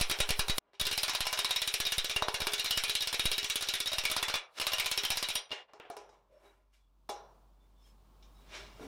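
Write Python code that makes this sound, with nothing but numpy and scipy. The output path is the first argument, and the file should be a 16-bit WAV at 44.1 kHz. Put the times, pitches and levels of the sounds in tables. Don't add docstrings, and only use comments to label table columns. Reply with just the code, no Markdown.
import sys
import numpy as np
from scipy import signal
from scipy.fft import rfft, irfft
from scipy.io import wavfile

SR = 44100
rng = np.random.default_rng(int(sys.argv[2]) if len(sys.argv) > 2 else 0)


def dump_mix(stems):
    frames = np.atleast_2d(stems).T
    limited = np.clip(frames, -1, 1)
    pcm = np.round(limited * 32767).astype(np.int16)
    wavfile.write(sys.argv[1], SR, pcm)


N = 391148


def amp(db):
    return 10 ** (np.asarray(db) / 20)


def unit(x):
    return x / np.sqrt(np.mean(x ** 2) + 1e-20)


def in_time(rows):
    s, *columns = np.transpose(rows)
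    return [np.interp(np.arange(N) / SR, s, c) for c in columns]


def at_hz(rows, hz):
    where, *columns = np.transpose(rows)
    return [np.interp(np.log(hz), np.log(where), c) for c in columns]


def clicks(times_s, sizes):
    out = np.full(N, 1e-18)
    np.add.at(out, np.round(np.asarray(times_s) * SR).astype(int), sizes)
    return out


def fade(x, t60_s):
    return signal.lfilter([1], [1, -amp(-60 / (t60_s * SR))], x)


def ring(x, hz, t60_s):
    r = amp(-60 / (t60_s * SR))
    w = 2 * np.pi * hz / SR
    return signal.lfilter([0, np.sin(w)], [1, -2 * r * np.cos(w), r * r], x)


def band_pass(x, edges_hz):
    return signal.sosfilt(signal.butter(2, edges_hz, "band", fs=SR, output="sos"), x)


def bands(low_hz):
    white = rng.standard_normal((2, N))
    edges = low_hz * 2 ** (np.arange(40) / 3)
    edges = edges[edges < .45 * SR]
    for k, (low, high) in enumerate(zip(edges, edges[1:])):
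        yield unit(band_pass(white[k % 2], [low, high])), np.sqrt(low * high), high - low


# time in seconds, hum level in dB, hiss level in dB (before HISS_TRIM_DB).
BACKGROUND_LEVEL = [(5.6, -94, -96), (5.85, -85.5, -88), (6.1, -75, -85.5), (6.75, -70, -89),
                    (7.35, -65.5, -76), (7.6, -63.5, -80.5), (8.5, -58, -70), (8.87, -59, -68)]
# frequency in Hz, relative density in dB per Hz.
HISS_SPECTRUM = [(40, -21.5), (100, -13), (200, -16), (500, -25), (1100, -21.5), (1800, -39), (3500, -36),
                 (7000, -42.5), (12000, -45), (16000, -46)]
HUM_HZ, WHINE_HZ = 48, 15009
HISS_TRIM_DB, WHINE_RE_HISS_DB = -10.0, -1


def workshop():
    hum_db, hiss_db = in_time(BACKGROUND_LEVEL)
    t = np.arange(N) / SR
    hz = np.maximum(np.arange(N // 2 + 1) * SR / N, 20)
    density_db = at_hz(HISS_SPECTRUM, hz)[0] - at_hz(HISS_SPECTRUM, 8400)[0]
    hiss = irfft(rfft(rng.standard_normal(N)) * amp(density_db), N) * np.sqrt(SR / 12000)
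    whine = amp(WHINE_RE_HISS_DB) * np.sin(2 * np.pi * WHINE_HZ * t)
    waver_db = 1.5 * np.interp(t, np.arange(200) / 16, rng.standard_normal(200))
    waver_rad = .25 * np.interp(t, np.arange(200) / 12, rng.standard_normal(200))
    hum = amp(waver_db) * np.sin(2 * np.pi * HUM_HZ * t + waver_rad)
    return amp(hum_db) * np.sqrt(2) * hum + amp(hiss_db + HISS_TRIM_DB) * (hiss + whine)


# start in seconds, end in seconds, pitch in Hz, level in dB.
NARROW_TONES = [(6.289, 6.416, 574, -62), (6.33, 6.42, 5400, -83), (6.44, 6.52, 3860, -72),
                (6.731, 6.817, 2330, -85), (6.773, 6.9, 3420, -86), (7.58, 7.7, 3520, -83.5),
                (7.75, 7.84, 3500, -80), (7.79, 7.937, 5270, -76), (7.83, 7.928, 3230, -77.5),
                (8.327, 8.472, 3830, -76), (8.329, 8.418, 5280, -83), (8.783, 8.903, 435, -51),
                (8.786, 8.901, 270, -53)]
TONE_T60_S = 2 / 75


def narrow_tones():
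    out = np.zeros(N + SR)
    for start_s, end_s, hz, level_db in NARROW_TONES:
        count = int((end_s - start_s) * SR)
        noise = rng.standard_normal(SR // 4)
        tone = ring(ring(noise, hz, TONE_T60_S), hz, TONE_T60_S)[-count:]
        out[int(start_s * SR):][:count] += amp(level_db) * unit(tone) * signal.windows.tukey(count, .6)
    return out[:N]


# pitch in Hz, relative level in dB,
# t60 in seconds (before each use scales it).
SHEET_MODES = [(408, -0.5, 0.48), (629.6, 2.5, 0.24), (707, -3, 0.19), (822.5, -4, 0.23), (904, -15, 0.2),
               (1005.6, -1.5, 0.24), (1404, -4.5, 0.22), (1704, -8, 0.17), (2284, 1.5, 0.18),
               (2430, -7.5, 0.31), (2812, -0.5, 0.22), (2946, -6, 0.25), (3160, -5, .25), (3494, 2.5, 0.11),
               (3770, -3.5, 0.22), (3905, -5, 0.23), (4080, -6, .25), (4470, -13.5, 0.3), (4700, -20, .25),
               (4900, -8.5, 0.22), (5280, -3, 0.2), (5370, -3, 0.09), (5730, -7, 0.32), (6100, -13.5, 0.24),
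               (7100, -21.5, .15), (9090, -10, 0.089), (11150, -13.5, 0.08), (12000, -16, 0.033)]
# peak
# in seconds, rise in seconds, fall in seconds (each over 20 dB), # hollow level in dB, clang level in dB,
# treble level in dB.
SLIDES = [(.69, .2, .1, -72.5, -100, -104), (0.744, 0.013, 0.017, -64, -69.5, -86),
          (4.588, 0.029, 0.0078, -48, -40.5, -59), (6.14, 0.047, 0.11, -69, -77.5, -89.5),
          (6.33, .04, 0.15, -75, -88, -90), (6.46, 0.1, 0.18, -61, -80, -77.5),
          (6.74, .02, 0.12, -89, -73.5, -81), (7.64, .15, 0.16, -78, -93, -89),
          (7.88, 0.13, .1, -87.5, -75, -76.5), (8.42, 0.41, 0.11, -76, -81, -81),
          (8.552, 0.065, 0.17, -50, -46, -75), (8.83, 0.083, 0.37, -55.5, -63, -68)]
SLIDE_BANDS_HZ = ([300, 1500], [1500, 6500], [6500, 15000])


def slides(catches_per_s, mode_share):
    t, levels = np.arange(N) / SR, np.zeros((3, N))
    for peak_s, rise_s, fall_s, *band_db in SLIDES:
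        near = slice(max(int((peak_s - 3 * rise_s) * SR), 0), int((peak_s + 3 * fall_s) * SR))
        away = np.maximum((peak_s - t[near]) / rise_s, (t[near] - peak_s) / fall_s)
        levels[:, near] += amp(np.array(band_db)[:, None] - 20 * away)
    caught = rng.random(N) < catches_per_s / SR
    size_db = 3.6 * np.minimum(rng.exponential(1, N), 4.0)
    catches = caught * amp(size_db) * rng.choice([-1, 1], N)
    rings = sum(amp(level_db) * ring(catches + 1e-18, hz, t60_s / 2.5) for hz, level_db, t60_s in SHEET_MODES)
    overtones = signal.lfilter([1], [1, -.6], catches + 1.8 * rng.standard_normal(N))
    rub = mode_share * unit(rings) + unit(overtones)
    out = np.zeros(N)
    for sign, level, edges_hz in zip((1, -1, 1), levels, SLIDE_BANDS_HZ):
        out += sign * level * unit(band_pass(rub, edges_hz))
    return out


def room(x, t60_s, wet_db):
    t = np.arange(SR // 3) / SR
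    wash = rng.standard_normal(len(t)) * amp(-60 * t / t60_s) * (1 - np.exp(-t / 0.0008))
    return x + amp(wet_db) * signal.fftconvolve(x, wash / np.sqrt(np.sum(wash ** 2)))[:N]


def slaps(s, peak_db):
    t = np.arange(-60, 61) / SR / 0.00023
    return signal.fftconvolve(clicks(s, amp(peak_db)), (t ** 2 - 1) * np.exp(-t ** 2 / 2), "same")


COLOUR_HZ = [200, 900, 2000, 3200, 5700, 10000]
PAIR_SPLIT = .006
CONTACT_S, SLAP_LAG_S = 0.0012, .0015


def colour_db(levels, hz):
    return np.array([np.interp(np.log(hz), np.log(COLOUR_HZ), hit) for hit in levels.T])


def ringing(s, levels, favoured_hz, mode_db, ring_share, spread_db, detune, favour_db):
    hz, level_db, t60_s = np.transpose(SHEET_MODES)
    chance = rng.standard_normal((len(s), 5, len(hz)))
    out = np.zeros(N + SR)
    for k, at in enumerate(np.round(s * SR).astype(int)):
        t = np.arange(int(.3 * ring_share[k] * SR)) / SR
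        level_chance, pitch_chance, phase_chance, split_chance, beat_chance = chance[k]
        near = sum(np.exp(-(np.log(hz / f) / 0.049) ** 2) for f in favoured_hz[:, k])
        colour = np.interp(np.log(hz), np.log(COLOUR_HZ), levels[:, k])
        gains = amp(colour + level_db + mode_db[k] + favour_db * near + spread_db * level_chance)
        turns = np.outer(hz * (1 + detune * pitch_chance), t) + .5 * phase_chance[:, None]
        beat_turns = np.outer(PAIR_SPLIT * hz * split_chance, t) + beat_chance[:, None]
        decay = np.exp(np.outer(-np.log(1000) / (t60_s * ring_share[k]), t))
        modes = decay * np.sin(2 * np.pi * turns.astype(np.float32))
        modes *= np.sqrt(2) * np.cos(2 * np.pi * beat_turns.astype(np.float32))
        edges = (1 - np.exp(-t / CONTACT_S)) * np.clip(5 - 5 * t / t[-1], 0, 1)
        out[at:at + len(t)] += edges * (gains @ modes)
    return out[:N]


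# frequency in Hz, relative crack level in dB, crack t60 in seconds,
# relative tail level in dB, tail t60 in seconds (before tail_share).
CLATTER = [(312, -1, .03, -9, 0.076), (463, -3.5, 0.04, -12, 0.5), (970, -3.5, 0.023, -15, 0.53),
           (1840, -15, 0.17, -10, 0.29), (2900, -3.5, 0.023, -4, 0.23), (4100, -2.5, 0.089, -12.5, 0.23),
           (5850, -10, 0.15, -12, 0.14), (7000, -18, 0.023, -10, 0.17), (9500, -9.5, 0.048, -15.5, 0.061),
           (14400, -15.5, 0.022, -26, 0.054)]


def struck_sheet(s, levels, favoured_hz, ring_share, noises, mode_db, spread_db, clatter_db, tick_db,
                 tail_share, fade_in_db, detune, wet_db):
    rings = ringing(s, levels, favoured_hz, mode_db + 0 * s, ring_share, spread_db, detune, favour_db=9.0)
    out = room(rings, t60_s=0.23 * tail_share, wet_db=wet_db)
    chance = rng.standard_normal((len(s), 32))
    close = np.diff(s, prepend=-1) < .11
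    step = 4
    starts = np.arange(0, N, step)
    for k, (noise, hz, _) in enumerate(noises):
        crack_db, crack_t60_s, tail_db, tail_t60_s = at_hz(CLATTER, hz)
        each = amp(colour_db(levels, hz) + clatter_db + 2.16 * chance[:, k]) ** 2
        power = np.add.reduceat(clicks(s, each), starts)
        close_power = np.add.reduceat(clicks(s, each * close), starts)
        tick = amp(tick_db) ** 2 * fade(power, 0.003 / step)
        crack = fade(power, crack_t60_s / 2 / step) + tick
        tail = fade(power, tail_share * tail_t60_s / 2 / step) - fade(power, 0.042 / step)
        fade_in = fade(close_power[::-1], 0.098 / step)[::-1]
        crack_power = amp(crack_db) ** 2 * (crack + amp(fade_in_db) ** 2 * fade_in)
        envelope = np.sqrt(crack_power + amp(tail_db) ** 2 * np.abs(tail))
        out += noise * np.repeat(envelope, step)[:N]
    return out


# time in seconds, bright level in dB, then clang, hollow and treble # in dB re bright, favoured pitch in Hz,
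# ring share of the mode t60 (clipped to .1-2). Levels are before KNOCKS_GAIN.
KNOCKS = [(0.734, -63, 2, 6.5, -12, 405, 0.47), (0.7495, -61.5, 6, -8, -8, 972, 0.67),
          (5.4945, -57, 8, -7, -24, 395, .6), (5.507, -50, 10, 9, -18, 2750, .4),
          (5.5157, -33.5, 7.5, -2, -11, 2780, 0.38), (5.5235, -31.5, -14, -3, -8, 2700, 0.13),
          (5.53, -39.5, -18, 7.5, -5, 2720, 0.36), (5.735, -45, -6, 9, -12, 421, 0.45),
          (5.7998, -54.5, 16, 20.5, -27, 2800, 0.15), (5.8517, -69, 20, 26, -20, 703, 1.2),
          (5.9005, -41.5, -4, 13, 5, 690, .6), (5.9675, -36.5, -8, 6, 3, 662, 0.64),
          (6.0921, -47.5, -15, 4, -13, 490, .5), (6.736, -67.5, -1.5, -18.5, -8.5, 696, 0.73),
          (7.0905, -36.5, -9, 3, -2, 977, 1.6), (7.0932, -32.5, -11, 8.5, 3, 3530, 0.93),
          (7.0975, -32, -13, 6, 5, 1410, 1.07), (8.226, -49, -6.5, -14, -13, 3740, 0.64),
          (8.7965, -56, -4.5, 21.5, -9.5, 444, .7), (8.8348, -59, 0, -6, -4, 440, .8)]


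def knocks(noises):
    s, bright, clang, hollow, treble, favoured_hz, ring_share = np.transpose(KNOCKS)
    middle = clang + 0.1 * (hollow - clang)
    levels = bright + np.array([hollow - 9.0, hollow, middle, clang, 0 * s, treble])
    out = struck_sheet(s, levels, favoured_hz[None], np.clip(ring_share, .1, 2), noises, mode_db=-8.5,
                       spread_db=3.0, clatter_db=-5.5, tick_db=4.5, tail_share=1.51, fade_in_db=-60,
                       detune=0.008, wet_db=-5.5)
    return out - slaps(s + SLAP_LAG_S, levels[1] - 1.5)


# time in seconds, thump level in dB (the dip alone peaks 6 dB lower).
THUMPS = [(.011, -22), (.113, -50), (0.204, -24.5), (.304, -23.5), (0.392, -25), (.497, -23), (0.814, -31),
          (1.206, -33), (1.801, -37), (1.98, -30.5), (2.418, -34.5), (2.774, -35), (3.255, -25.5),
          (3.984, -37), (5.103, -39)]
REBOUND_DB = -12


def thumps():
    s, thump_db = np.transpose(THUMPS)
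    t = np.arange(SR // 5) / SR
    dip = (t / 0.0024) * np.exp(1 - t / 0.0012)
    late = np.maximum(t - .008, 0) / 0.019
    rebound = amp(REBOUND_DB) * late * np.exp(1 - late)
    return signal.fftconvolve(clicks(s, amp(thump_db)), rebound - dip)[:N]


NO = -99
# time in seconds, first hit treble in dB,
# second hit treble in dB (NO for none), favoured high pitch in Hz. Levels are before BLOWS_GAIN.
BLOWS = [(-.003, -28.5, -16.5, 4020), (.0977, -21.5, -19.5, 3190), (.188, -35, -14, 4000),
         (.2902, -22, -20.5, 2420), (.3931, -15.5, NO, 4140), (.4825, -25.5, -22, 3810),
         (.582, -16, NO, 3850), (.7980, -26, -22.5, 3450), (.853, -28, -20.5, 3650), (.913, -25, -23, 2770),
         (.9775, -18, NO, 4890), (1.0321, -18, NO, 4400), (1.0807, -26, -24.5, 3770),
         (1.1345, -36, -21, 4070), (1.2057, -20, NO, 4000), (1.2534, -36, -22.5, 5550),
         (1.3130, -54, -21, 3020), (1.3748, -31, -18, 3150), (1.4463, -21, NO, 4000),
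         (1.493, -36, -22, 3770), (1.5606, -21.5, NO, 3800), (1.6181, -20.5, NO, 2800),
         (1.6752, -19.5, NO, 3770), (1.7399, -19, NO, 3670), (1.8017, -19.5, NO, 3500),
         (1.8524, -30, -23, 3800), (1.921, -19, NO, 3450), (1.9815, -19, NO, 3900),
         (2.045, -23.5, NO, 3470), (2.0965, -24, -33, 3470), (2.162, -21.5, NO, 2930),
         (2.2223, -29, NO, 3780), (2.2833, -31.5, NO, 3730), (2.3425, -23.5, NO, 2950),
         (2.4035, -25.5, -28, 3760), (2.4691, -22, NO, 3490), (2.5197, -34, -20, 3440),
         (2.581, -32, -23, 3920), (2.6445, -24, -25.5, 4050), (2.7082, -17, -38.5, 2960),
         (2.7594, -45, -17.5, 5300), (2.8368, -20, NO, 2280), (2.8811, -31.5, -18, 3950),
         (2.9522, -20.5, NO, 4150), (3.0067, -29.5, -24, 3700), (3.0728, -22, NO, 3650),
         (3.128, -25, -26, 3750), (3.1953, -19, NO, 3750), (3.24, -43, -17.5, 3800),
         (3.3155, -20.5, -30, 3800), (3.38, -19.5, NO, 3800), (3.429, -30, -24, 3500),
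         (3.4991, -19.5, NO, 3470), (3.5569, -19, NO, 3470), (3.6093, -31, -22, 3430),
         (3.6725, -41, -21, 3870), (3.7375, -23, -28.5, 3610), (3.8025, -22.5, NO, 3500),
         (3.8588, -28.5, -25.5, 3800), (3.9172, -33, -25.5, 3850), (3.983, -20.5, NO, 3700),
         (4.0375, -34, -19.5, 2380), (4.0996, -26, -22.5, 3520), (4.1645, -21.5, -33.5, 3490),
         (4.2274, -21, NO, 3480), (4.283, -27, -31, 4090), (4.34, -23, -28, 3550),
         (4.599, -25.5, -25, 2960), (4.6678, -19.5, NO, 5200), (4.719, -31, -22, 2780),
         (4.7835, -27.5, -20, 2500), (4.845, -35, -20.5, 3460), (4.914, -18, NO, 2290),
         (4.9758, -19.5, NO, 5450), (5.0355, -26.5, -22, 3170), (5.1034, -18, -26.5, 5360),
         (5.157, -39, -21, 5300), (5.227, -22, -40.5, 4050), (5.287, -25.5, -28.5, 4100),
         (5.3537, -20, NO, 3150)]
# from time in seconds, hollow in dB re clang,
# push in dB re clang, favoured low pitch in Hz.
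SPOTS = [(-.1, -7.5, -16.5, 370), (.7, -13.5, -20, 424), (1.0, -12, -21, 1010), (1.06, -6.5, -25.5, 1020),
         (1.53, -12.5, -23, 385), (2.13, -6.5, -11, 430), (2.2, 5, -9.5, 1018), (2.32, -6, -17, 820),
         (2.44, -2.5, -23.5, 1120), (2.5, -12.5, -25.5, 410), (2.62, -10.5, -24, 1220),
         (2.86, -14, -23.5, 396), (3.1, -8, -21, 900), (3.17, -11, -18, 608), (3.3, -12.5, -24, 421),
         (3.9, -11, -21, 634), (4.15, -5, -20, 1260), (4.27, -4.5, -20, 1410), (4.5, -8, -22, 1036),
         (4.83, -10, -23, 1000), (5.26, -11, -23, 443)]
PAIR_GAP_S = .0148
FIRM_DB, CLANG_DB, CLANG_PER_DB = -20, -7, 0.4974
SLAP_DB, SLAP_PER_DB = 8.5, 1.63


def hammer(noises):
    start_s, first_db, second_db, high_hz = np.transpose(BLOWS)
    s = np.maximum(np.c_[start_s, start_s + PAIR_GAP_S].ravel(), 0)
    treble, high_hz = np.c_[first_db, second_db].ravel(), np.repeat(high_hz, 2)
    heard = treble > NO
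    s, treble, high_hz = s[heard], treble[heard], high_hz[heard]
    spots = np.array(SPOTS)
    _, hollow, push_db, low_hz = spots[np.searchsorted(spots[:, 0], s) - 1].T
    clang = CLANG_DB - CLANG_PER_DB * (treble - FIRM_DB)
    middle = clang - 0.32 * np.abs(hollow)
    levels = treble + np.array([clang + push_db, clang + hollow, middle, clang, 0.85 * clang, 0 * s])
    out = struck_sheet(s, levels, np.array([high_hz, low_hz]), 0.4 + 0 * s, noises, mode_db=-14.5,
                       spread_db=3.5, clatter_db=-8.0, tick_db=-0.5, tail_share=0.89, fade_in_db=-20.5,
                       detune=.008, wet_db=-0.5)
    out += slaps(s + SLAP_LAG_S, levels[2] + SLAP_DB + SLAP_PER_DB * np.minimum(hollow, 4.0))
    push = fade(clicks(s, amp(levels[0] - 19.0)), 0.0033)
    swing_back = 0.18 * fade(fade(push, 0.082) / 200, 0.082)
    return out - fade(push, 0.014) + swing_back


# time in seconds, gain in dB.
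BLOWS_GAIN = [(0, 2.5), (.585, 3), (.594, -55.5), (.79, -70), (.797, 3)]
# time in seconds, gain in dB.
KNOCKS_GAIN = [(0, -3), (5.62, -8), (5.675, -26.5), (5.69, -10)]


def scene():
    noises = list(bands(low_hz=276.8))
    blows = (hammer(noises) + thumps()) * amp(in_time(BLOWS_GAIN)[0])
    levelled_knocks = knocks(noises) * amp(in_time(KNOCKS_GAIN)[0])
    handling = levelled_knocks + slides(catches_per_s=1500, mode_share=0.86) + narrow_tones()
    return (blows + handling + workshop())[None]


CUTOFF_HZ = 17000


def record(dry):
    return signal.sosfilt(signal.cheby2(10, 50, CUTOFF_HZ, fs=SR, output="sos"), dry)


dry = scene()
out = record(dry)
dump_mix(out)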